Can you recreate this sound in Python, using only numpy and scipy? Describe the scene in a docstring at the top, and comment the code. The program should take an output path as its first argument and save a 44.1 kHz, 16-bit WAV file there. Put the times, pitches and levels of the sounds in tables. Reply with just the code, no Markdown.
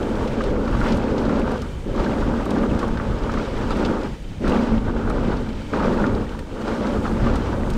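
"""A gravel forest trail, heard at a microphone carried by the rider of a descending mountain bike.
Stones drum on the tyres and excite the resonances of air cavity, sidewall and carcass; grit crunches.
Over crests the load falls and the rolling noise fades; some landings thump. Pebbles tick off the frame,
the chain knocks, the freewheel pawls buzz faintly and turbulent air buffets the microphone."""
import sys
import numpy as np
from scipy import signal
from scipy.fft import rfft, irfft, next_fast_len
from scipy.io import wavfile
from scipy.ndimage import map_coordinates

SR = 44100
rng = np.random.default_rng(int(sys.argv[2]) if len(sys.argv) > 2 else 0)


def wrap_up_sound(samples):
    """Save the sound to the file named by the first command line argument, as 16-bit audio."""
    columns = np.atleast_2d(samples).T
    # keep every value between -1 and 1, then stretch to whole-number steps
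    tamed = np.clip(columns, -1, 1)
    steps = np.round(tamed * 32767).astype(np.int16)
    wavfile.write(sys.argv[1], SR, steps)


N = 342657

# resonance of the air ring inside the tyre: (frequency [Hz], bandwidth [Hz], gain [dB])
CAVITY_MODES = [(225, 31, 0)]
# resonances of the sidewall: (frequency [Hz], bandwidth [Hz], gain [dB])
SIDEWALL_MODES = [(283, 96, 0.5), (344, 113, -1.5), (416, 116, 0), (486.4, 123, 0), (556, 130, -1)]


def amp(db):
    """Amplitude ratio of a level in decibels."""
    return 10 ** (np.asarray(db) / 20)


def unit(x):
    """Normalisation to an rms of 1."""
    return x / np.sqrt(np.mean(x ** 2) + 1e-20)


def curves(rows):
    """Linear interpolation, to every sample, of each column after the time."""
    times, *columns = np.transpose(rows)
    return [np.interp(np.arange(N) / SR, times, column) for column in columns]


def wobble(rate):
    """Smooth random modulation: a spline through `rate` Gaussian knots a second."""
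    return map_coordinates(rng.standard_normal(int(N * rate / SR) + 4), [np.arange(N) * rate / SR])


def swells(rows, half_width_s):
    """Superposed Gaussian changes of level, in dB."""
    return sum(db * np.exp(-((np.arange(N) / SR - s) / half_width_s) ** 2) for s, db in rows)


def filtered(x, response):
    """Linear filtering: the spectrum is multiplied by a frequency response."""
    size = next_fast_len(N + SR // 2)
    return irfft(rfft(x, size) * response(np.fft.rfftfreq(size, 1 / SR)), size)[..., :N]


def colour(points):
    """Spectral envelope through (frequency [Hz], gain [dB]) points on a logarithmic axis."""
    f, db = np.transpose(points)
    return lambda hz: amp(np.interp(np.log(hz + 1), np.log(f + 1), db))


def body(modes):
    """Modal superposition: the response of damped resonators, added with alternating sign."""
    return lambda f: sum((-1) ** k * amp(db) * 1j * f * width / (hz * hz - f * f + 1j * f * width)
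                         for k, (hz, width, db) in enumerate(modes))


def burst(length_s, t60):
    """Time axis and envelope of a damped vibration: fast rise, exponential decay."""
    t = np.arange(round(length_s * SR)) / SR
    return t, amp(-60 * t / t60) * (1 - np.exp(-t / 0.00055))


def stones(per_second, spread_db):
    """Shot noise: random impacts with power-law sizes, many small and a few large."""
    chance, size, side = rng.random((3, N))
    strength = amp(-spread_db * np.log(size + 0.0018))
    return unit((chance < per_second / SR) * strength * np.sign(side - .5))


def tyre_load():
    """Contact noise follows load: levels of drumming, carcass and crunch, and the tread's dip, in dB."""
    # the trail under full load: (time [s], drumming level [dB], crunch level [dB])
    ground = [(0, -20, -46), (.37, -25.5, -44), (.45, -23.5, -40.5), (.6, -23, -45.5), (.75, -25.5, -42.5),
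              (.9, -21, -36.5), (1.02, -21.5, -43), (1.35, -21.5, -43), (1.5, -20.5, -45),
              (2.1, -20, -40.5), (2.35, -23, -45), (2.5, -20, -43), (2.62, -19.5, -43), (2.9, -24.5, -45.5),
              (3.1, -26.5, -46), (3.33, -25.5, -42.5), (3.55, -24.5, -43.5), (3.7, -23.5, -41),
              (3.79, -18.5, -38.5), (3.86, -17, -39.5), (4.0, -22.5, -44.5), (4.47, -19, -37),
              (4.53, -17, -36), (4.6, -17, -38.5), (4.7, -21.5, -45), (5.04, -24.5, -46.5),
              (5.17, -18, -44.5), (5.3, -20.5, -43.5), (5.78, -17.5, -38.5), (5.9, -16, -40.5),
              (6.06, -19.5, -43), (6.13, -23.5, -45.5), (6.645, -24, -44), (6.68, -22, -40),
              (6.8, -21.5, -41.5), (6.9, -20.5, -41.5), (7.0, -21, -46.5), (7.06, -22.5, -39),
              (7.13, -24.5, -44), (7.29, -22.5, -39), (7.6, -25, -46), (7.77, -25.5, -45)]
    # crests unload the tyres: (lift [s], light [s], touch [s], drumming settled [s], tread gripped [s],
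    # depth [dB], share of the depth regained at touch [0-1])
    crests = [(1.544, 1.684, 1.852, 2.01, 2.0, 18, 0.6), (4.041, 4.207, 4.397, 4.46, 4.468, 28, 0.78),
              (4.717, 4.814, 4.84, 4.88, 4.88, 8.5, 0.1), (5.317, 5.585, 5.724, 5.76, 5.75, 15.5, 0.75),
              (6.148, 6.414, 6.51, 6.67, 6.67, 11, 0.4)]
    touch_rise_s = 0.0061
    drum_db, crunch_db = curves(ground)
    drum_dip = tread_dip = 0
    for lift, light, touch, settled, gripped, depth_db, regained in crests:
        drum_dip += curves([(lift, 0), (light, 0.91 * depth_db), (touch, depth_db),
                            (touch + touch_rise_s, (1 - regained) * depth_db), (settled, 0)])[0]
        tread_dip += curves([(lift, 0), (light, depth_db), (touch, depth_db), (gripped, 0)])[0]
    carcass_db = drum_db + 0.58 * (crunch_db - drum_db) + 2.5 - 0.89 * tread_dip
    return drum_db - drum_dip, carcass_db, crunch_db - 0.41 * tread_dip, tread_dip


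def wind():
    """Turbulence: eddies break on the microphone port in lumps, over a hiss of passing air."""
    # buffeting between gusts, and the hiss: (time [s], relative level [dB])
    buffet_levels = [(0, -32.5), (.6, -25), (1.3, -27), (1.75, -32), (2.1, -24), (2.5, -30.5),
                     (3.15, -27.5), (3.45, -29), (3.8, -24.5), (4.2, -35.5), (4.35, -30), (4.65, -27.5),
                     (5.0, -27.5), (5.3, -25), (5.65, -30.5), (6.1, -25), (6.45, -33), (6.8, -31),
                     (7.3, -24), (7.77, -28.5)]
    hiss_levels = [(0.0, -56.5), (0.26, -55.5), (0.45, -62), (0.76, -57.5), (0.89, -53.5), (1.04, -60),
                   (1.43, -59), (1.64, -57), (1.92, -59.5), (2.18, -56.5), (3.09, -59.5), (3.76, -58.5),
                   (4.05, -58.5), (4.22, -59.5), (4.44, -60), (4.59, -58.5), (4.91, -62.5), (5.13, -61),
                   (5.3, -60), (5.8, -59), (5.93, -57), (6.14, -60), (6.49, -59), (6.84, -57), (7.06, -55),
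                   (7.31, -58.5), (7.47, -59), (7.77, -55)]
    # short gusts: (time [s], rise [dB])
    gusts = [(.49, 2), (.95, 5), (1.6, 5), (2.01, 6.5), (2.29, 4), (2.72, 8.5), (2.96, 6), (3.1, 7),
             (3.24, 8.5), (4.5, 8), (4.75, 8), (5.19, 4.5), (5.86, 8), (4.87, 7), (1.4, 4), (7.24, 6)]
    # spectra of buffeting and hiss: (frequency [Hz], relative density [dB])
    buffet_spectrum = [(8, -18.5), (22, -0.5), (34, -1), (70, -6), (140, -11), (300, -19), (800, -36),
                       (2000, -50), (8000, -87)]
    hiss_spectrum = [(2500, -2), (5000, -3.5), (6400, -1), (8000, -2.5), (10000, -8), (13000, -13.5),
                     (15700, -18)]
    buffet_db = curves(buffet_levels)[0] + swells(gusts, half_width_s=0.025) + 2.0
    eddies = amp(1.47 * wobble(15) + 1.74 * wobble(120)) * rng.standard_normal(N)
    hiss_db = curves(hiss_levels)[0] + 2.5 + wobble(29)
    hiss = unit(filtered(rng.standard_normal(N), colour(hiss_spectrum)))
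    return amp(buffet_db) * unit(filtered(eddies, colour(buffet_spectrum))) + amp(hiss_db) * hiss


def freewheel():
    """Nearly periodic excitation: pawls click over the ratchet teeth and ring the hub shell."""
    # hub shell resonances: (frequency [Hz], bandwidth [Hz], gain [dB])
    hub_modes = [(2290, 220, -1.5), (3070, 190, 0), (3680, 320, -4.5)]
    # spells of louder buzz: (start [s], end [s], level [dB])
    spells = [(0, .35, -52.5), (1.7, 1.9, -54), (4.1, 4.4, -57), (5.5, 5.68, -52.5), (6.25, 6.35, -57)]
    idle_db, fade_s, tooth_hz = -60, .15, 58
    buzz_db = np.max([curves([(start - fade_s, idle_db), (start, db), (end, db),
                              (end + fade_s, idle_db)])[0] for start, end, db in spells], axis=0)
    teeth = np.cumsum((tooth_hz + 1.7 * wobble(1.6)) / SR)
    clicks = np.diff(np.floor(teeth), prepend=0) * amp(2.8 * rng.standard_normal(N))
    rattle = signal.fftconvolve(clicks, burst(.07, t60=.065)[1])[:N] * rng.standard_normal(N)
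    return amp(buzz_db) * unit(filtered(rattle, lambda hz: body(hub_modes)(hz) ** 2))


def grit_spray(count=2500):
    """Free vibration: each thrown grain pings on the frame as a damped sine, louder under load."""
    when, size = rng.random((2, count, 1))
    hz = np.clip(2700 * np.exp(0.5 * rng.standard_normal((count, 1))), 900, 12000)
    age = np.arange(400)
    life = 6.5 * SR / hz  # samples to fade by a factor e
    strength = amp(-3.5 * np.log(size + 0.0044)) * np.minimum(2700 / hz, 1.4) ** 1.1
    grains = strength * np.exp(-age / life) * np.sin(2 * np.pi * hz * age / SR)
    patter = np.bincount(((when * N).astype(int) + age).ravel(), grains.ravel(), N + 400)[:N]
    _, _, crunch_db, tread_dip = tyre_load()
    return amp(crunch_db - 0.26 * tread_dip - 5.0) * unit(patter)


def pebbles():
    """Brief impacts are broadband: pebbles tick and snap on the frame, and big ones rattle longer."""
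    # strikes: (time [s], relative level [dB], centre frequency [Hz], snap gain [dB])
    strikes = [(0.0272, -31.5, 2910, -27), (0.154, -33, 2590, -22), (0.275, -28, 2640, -22),
               (0.417, -35, 3280, -22), (0.4368, -30.5, 3340, -14), (0.6549, -37, 3840, -23),
               (0.6759, -31.5, 2610, -31), (.805, -37, 4000, -12), (0.885, -30, 3010, -24),
               (0.9208, -28.5, 3870, -34), (0.97, -37, 4000, -6), (1.11, -39, 3800, -30),
               (1.18, -30, 3740, -35), (1.2181, -42, 5000, -6), (1.2516, -33.5, 3580, -32),
               (1.291, -32, 2570, -23), (1.3942, -35.5, 4200, -11), (1.5165, -36, 3800, -9),
               (1.577, -35, 3110, -25), (1.6178, -32, 4060, -12), (1.961, -37, 4000, -25),
               (1.9944, -40, 4000, -28), (2.043, -29, 2490, -33), (2.4543, -34, 3210, -7),
               (2.505, -31, 4050, -9), (2.5825, -33, 2840, -25), (2.6334, -47, 13000, -9),
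               (2.7472, -38, 3900, -28), (2.791, -31.5, 3800, -11), (2.8794, -37, 6000, -10),
               (2.972, -31, 2580, -32), (3.234, -34, 3160, -27), (3.3169, -32.5, 4400, -30),
               (3.337, -33, 3800, -17), (3.3834, -33.5, 4180, -34), (3.4835, -38, 2910, -25),
               (3.58, -43, 4000, -14), (3.705, -28, 2780, -17), (3.717, -29, 3260, -38),
               (3.7678, -37, 5000, -8), (3.797, -44, 13000, -8), (3.8488, -25, 3150, -40),
               (3.859, -33.5, 4500, -14), (4.014, -39, 4300, -25), (4.0324, -34.5, 3530, -22),
               (4.225, -47, 6000, -6), (4.4774, -28, 2650, -17), (4.495, -31, 3500, -14),
               (4.779, -31.5, 2183, -32), (5.098, -33.5, 3800, -10), (5.153, -44, 3200, -29),
               (5.3685, -36, 3680, -25), (5.49, -36, 3140, -32), (5.529, -37, 3120, -26),
               (5.7109, -39, 3200, -45), (5.795, -33, 2850, -32), (5.8946, -40, 4370, -28),
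               (6.064, -30.5, 3060, -31), (6.1494, -35.5, 3980, -27), (6.292, -34, 2530, -20),
               (6.39, -33.5, 3200, -11), (6.616, -33, 2900, -30), (6.679, -33, 2980, -30),
               (6.8673, -34, 4170, -27), (7.356, -29, 3290, -10), (7.7015, -31.5, 3190, -6.5),
               (7.735, -35, 5000, -10)]
    # resonances of the bright snap: (frequency [Hz], bandwidth [Hz], gain [dB])
    snap_modes = [(6200, 1600, -6), (8750, 860, 1), (12100, 740, -7), (13900, 1800, -15)]
    _, snap_env = burst(0.067, t60=0.03)
    out = np.zeros(N + SR)
    for s, db, centre_hz, snap_db in strikes:
        t, tick_env = burst(0.067, t60=np.clip(0.035 * amp(0.5 * (db + 36.0)), .015, .07))
        hz = np.fft.rfftfreq(len(t), 1 / SR)
        tick, snap = rfft([tick_env, snap_env] * rng.standard_normal((2, len(t))))
        tick *= body([(centre_hz, 1.3 * centre_hz, 0)])(hz) ** 2 / (1 + (hz / 7000) ** 6)
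        snap *= amp(snap_db + 5.0) * body(snap_modes)(hz)
        out[round(s * SR):][:len(t)] += amp(db + 5.0) * irfft(tick + snap, len(t))
    return out[:N]


def chain_knocks():
    """Impact excitation: the slack chain slaps the stay, giving two inharmonic partials and a clatter."""
    # slaps: (time [s], relative level [dB], pitch [Hz])
    slaps = [(0.406, -15, 1157), (0.563, -23, 1100), (0.676, -18.5, 1360), (0.7363, -21, 1170),
             (0.8127, -16.5, 1430), (0.8606, -16.5, 1365), (1.294, -17, 1410), (1.623, -23, 1240),
             (1.647, -31, 1510), (1.947, -27, 1060), (1.976, -22, 1233), (1.9988, -18.5, 1200),
             (2.062, -19, 1580), (2.334, -28, 1180), (2.462, -20.5, 1143), (2.828, -16, 1115),
             (2.885, -19.5, 896), (2.972, -21, 1530), (2.998, -16.5, 1246), (3.124, -26, 1300),
             (3.293, -19, 1290), (3.338, -19.5, 1210), (3.372, -17.5, 1243), (3.395, -24, 1400),
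             (3.706, -18.5, 1320), (4.443, -19, 1380), (4.47, -18, 1340), (4.892, -26, 1190),
             (5.074, -24, 1394), (5.102, -23, 1265), (5.178, -25, 1010), (5.7353, -15, 1175),
             (5.8, -17, 1236), (6.039, -15.5, 1413), (6.348, -27, 940), (6.389, -28.5, 1770),
             (6.7193, -27, 1036), (6.995, -37.5, 650), (7.052, -14.5, 1254), (7.198, -20.5, 1430),
             (7.063, -19, 870), (7.266, -15.5, 1170), (7.298, -24, 1290), (7.357, -19, 1357)]
    sag_per_s, jangle_turns = 1.8, 0.076  # fractional fall of pitch; rms phase drift after 1 ms
    rings, clatter = np.zeros((2, N + SR))
    t, env = burst(.1, t60=0.056)
    env *= 1 - np.exp(-t / 0.00059)
    for s, db, pitch_hz in slaps:
        phase = rng.random((2, 1))
        drift = np.cumsum(rng.standard_normal((2, len(t))), axis=1) / np.sqrt(SR / 1000)
        cycles = pitch_hz * t * (1 + sag_per_s * (.01 - t / 2))
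        low, high = np.sin(2 * np.pi * (np.outer([1, 1.4], cycles) + phase + jangle_turns * drift))
        rings[round(s * SR):][:len(t)] += amp(db - 3.5) * env * (low + 0.16 * high)
        clatter[round(s * SR):][:len(t)] += amp(db + 9.5) * env ** 1.34 * rng.standard_normal(len(t))
    return (filtered(rings[:N], lambda hz: 1 / (1 + (hz / 2600) ** 4))
            + filtered(clatter[:N], lambda hz: body([(1300, 1200, 0)])(hz) ** 2 / (1 + (hz / 1900) ** 4)))


def landings():
    """Impulse response: cavity and sidewall thump softly as the tyre takes the load again."""
    # touchdowns: (time [s], relative level [dB])
    touchdowns = [(3.805, -21), (4.403, -19.5), (5.732, -5)]
    blows = np.zeros(N)
    for s, db in touchdowns:
        blows[round(s * SR)] = amp(db + 31)
    return filtered(blows, lambda hz: body(CAVITY_MODES + SIDEWALL_MODES)(hz) / (1 + 1j * hz / 700) ** 2)


def thuds():
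    """Compliant contact: rubber acts as a low-pass filter on stone impacts."""
    return filtered(stones(1500, spread_db=2.0), lambda hz: 1 / (1 + 1j * hz / 2500) ** 3)


def sidewall():
    """Incoherent modes: each sidewall resonance is struck by its own stones and wavers by itself."""
    return unit(sum(amp(db + 1.3 * wobble(6))
                    * unit(filtered(thuds(), lambda f: body([(hz, width, 0)])(f) ** 2))
                    for hz, width, db in SIDEWALL_MODES))


def rolling():
    """Forced vibration: stones drive cavity, sidewall, carcass and grit; rough patches modulate all."""
    # coarser gravel favours the sidewall: (time [s], sidewall gain [dB])
    coarseness = [(0, -2), (.5, 3), (1, 0.5), (2.5, -2), (3.5, 0), (4, -2.5), (4.45, 0), (4.7, -3),
                  (6, -1.5), (6.5, -1.5), (7.77, -1)]
    # the cavity hum briefly blooms or falls back: (time [s], change [dB])
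    blooms = [(.04, -1.5), (.94, 6), (1.33, 6.5), (2.16, 1), (2.29, 3), (2.38, -3), (2.6, 4), (3.4, 2.5),
              (3.48, -2), (3.92, 2.5), (4.0, -4.5), (4.09, 7), (4.78, 6), (5.26, 0.5), (6.84, 1.5),
              (7.04, -2.5), (7.14, 5.5), (7.47, -9), (7.62, 5.5)]
    # carcass resonances: (frequency [Hz], bandwidth [Hz], gain [dB])
    carcass_modes = [(815, 340, -1), (956, 136, 3.5), (1146, 170, -2.5), (1533, 350, -3.5)]
    # crunching grit, and fine grit sizzling off the tread: (frequency [Hz], relative density [dB])
    crunch_spectrum = [(1100, -8.5), (1800, -1.5), (3100, -4.5), (5000, -11), (8000, -22), (11000, -44),
                       (15700, -47.5)]
    sizzle_spectrum = [(5000, -20), (8000, 6), (10000, -2), (13000, -4), (15700, 1)]
    drum_db, carcass_db, crunch_db, _ = tyre_load()
    sidewall_db, = curves(coarseness)
    roughness = wobble(28)
    hum_db = swells(blooms, half_width_s=0.045) + 0.91 * wobble(4.2)
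    hum = amp(hum_db) * unit(filtered(thuds(), body(CAVITY_MODES)))
    drum = unit(hum + amp(sidewall_db) * sidewall())
    carcass = unit(filtered(stones(2500, spread_db=3.0),  # rubber contact damps the treble
                            lambda hz: body(carcass_modes)(hz) / (1 + (hz / 1800) ** 6)))
    grit = stones(9000, spread_db=2.0) + 1.3 * rng.standard_normal(N)
    crunch = unit(filtered(grit, colour(crunch_spectrum)))
    sizzle = unit(filtered(stones(6000, spread_db=2.5), colour(sizzle_spectrum)))
    return (amp(-67 + .8 * (crunch_db + 44) + .7 * roughness) * sizzle
            + amp(drum_db - 1.22 + 0.9 * roughness + 0.64 * wobble(11)) * drum
            + amp(carcass_db - 2.0 + 2.0 * roughness) * carcass
            + amp(crunch_db - 1.0 + roughness + 0.76 * wobble(60) + wobble(9.0)) * crunch)


def scene():
    """Superposition: the pressures of all sources add at one microphone."""
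    return (rolling() + landings() + grit_spray() + pebbles() + chain_knocks() + freewheel() + wind())[None]


def record(dry):
    """Saturation rounds off the peaks; the port's treble notch and a band limit shape the spectrum."""
    # response of the microphone port: (frequency [Hz], gain [dB])
    port_notch = [(9500, 0), (10400, -1.5), (11200, -5), (12000, -1), (15700, -3)]
    ceiling, band_limit_hz = 0.58, 15770
    rounded = dry / (1 + np.abs(dry / ceiling) ** 6) ** (1 / 6)
    return filtered(rounded, lambda hz: colour(port_notch)(hz) * (hz < band_limit_hz))


dry = scene()
out = record(dry)
wrap_up_sound(out)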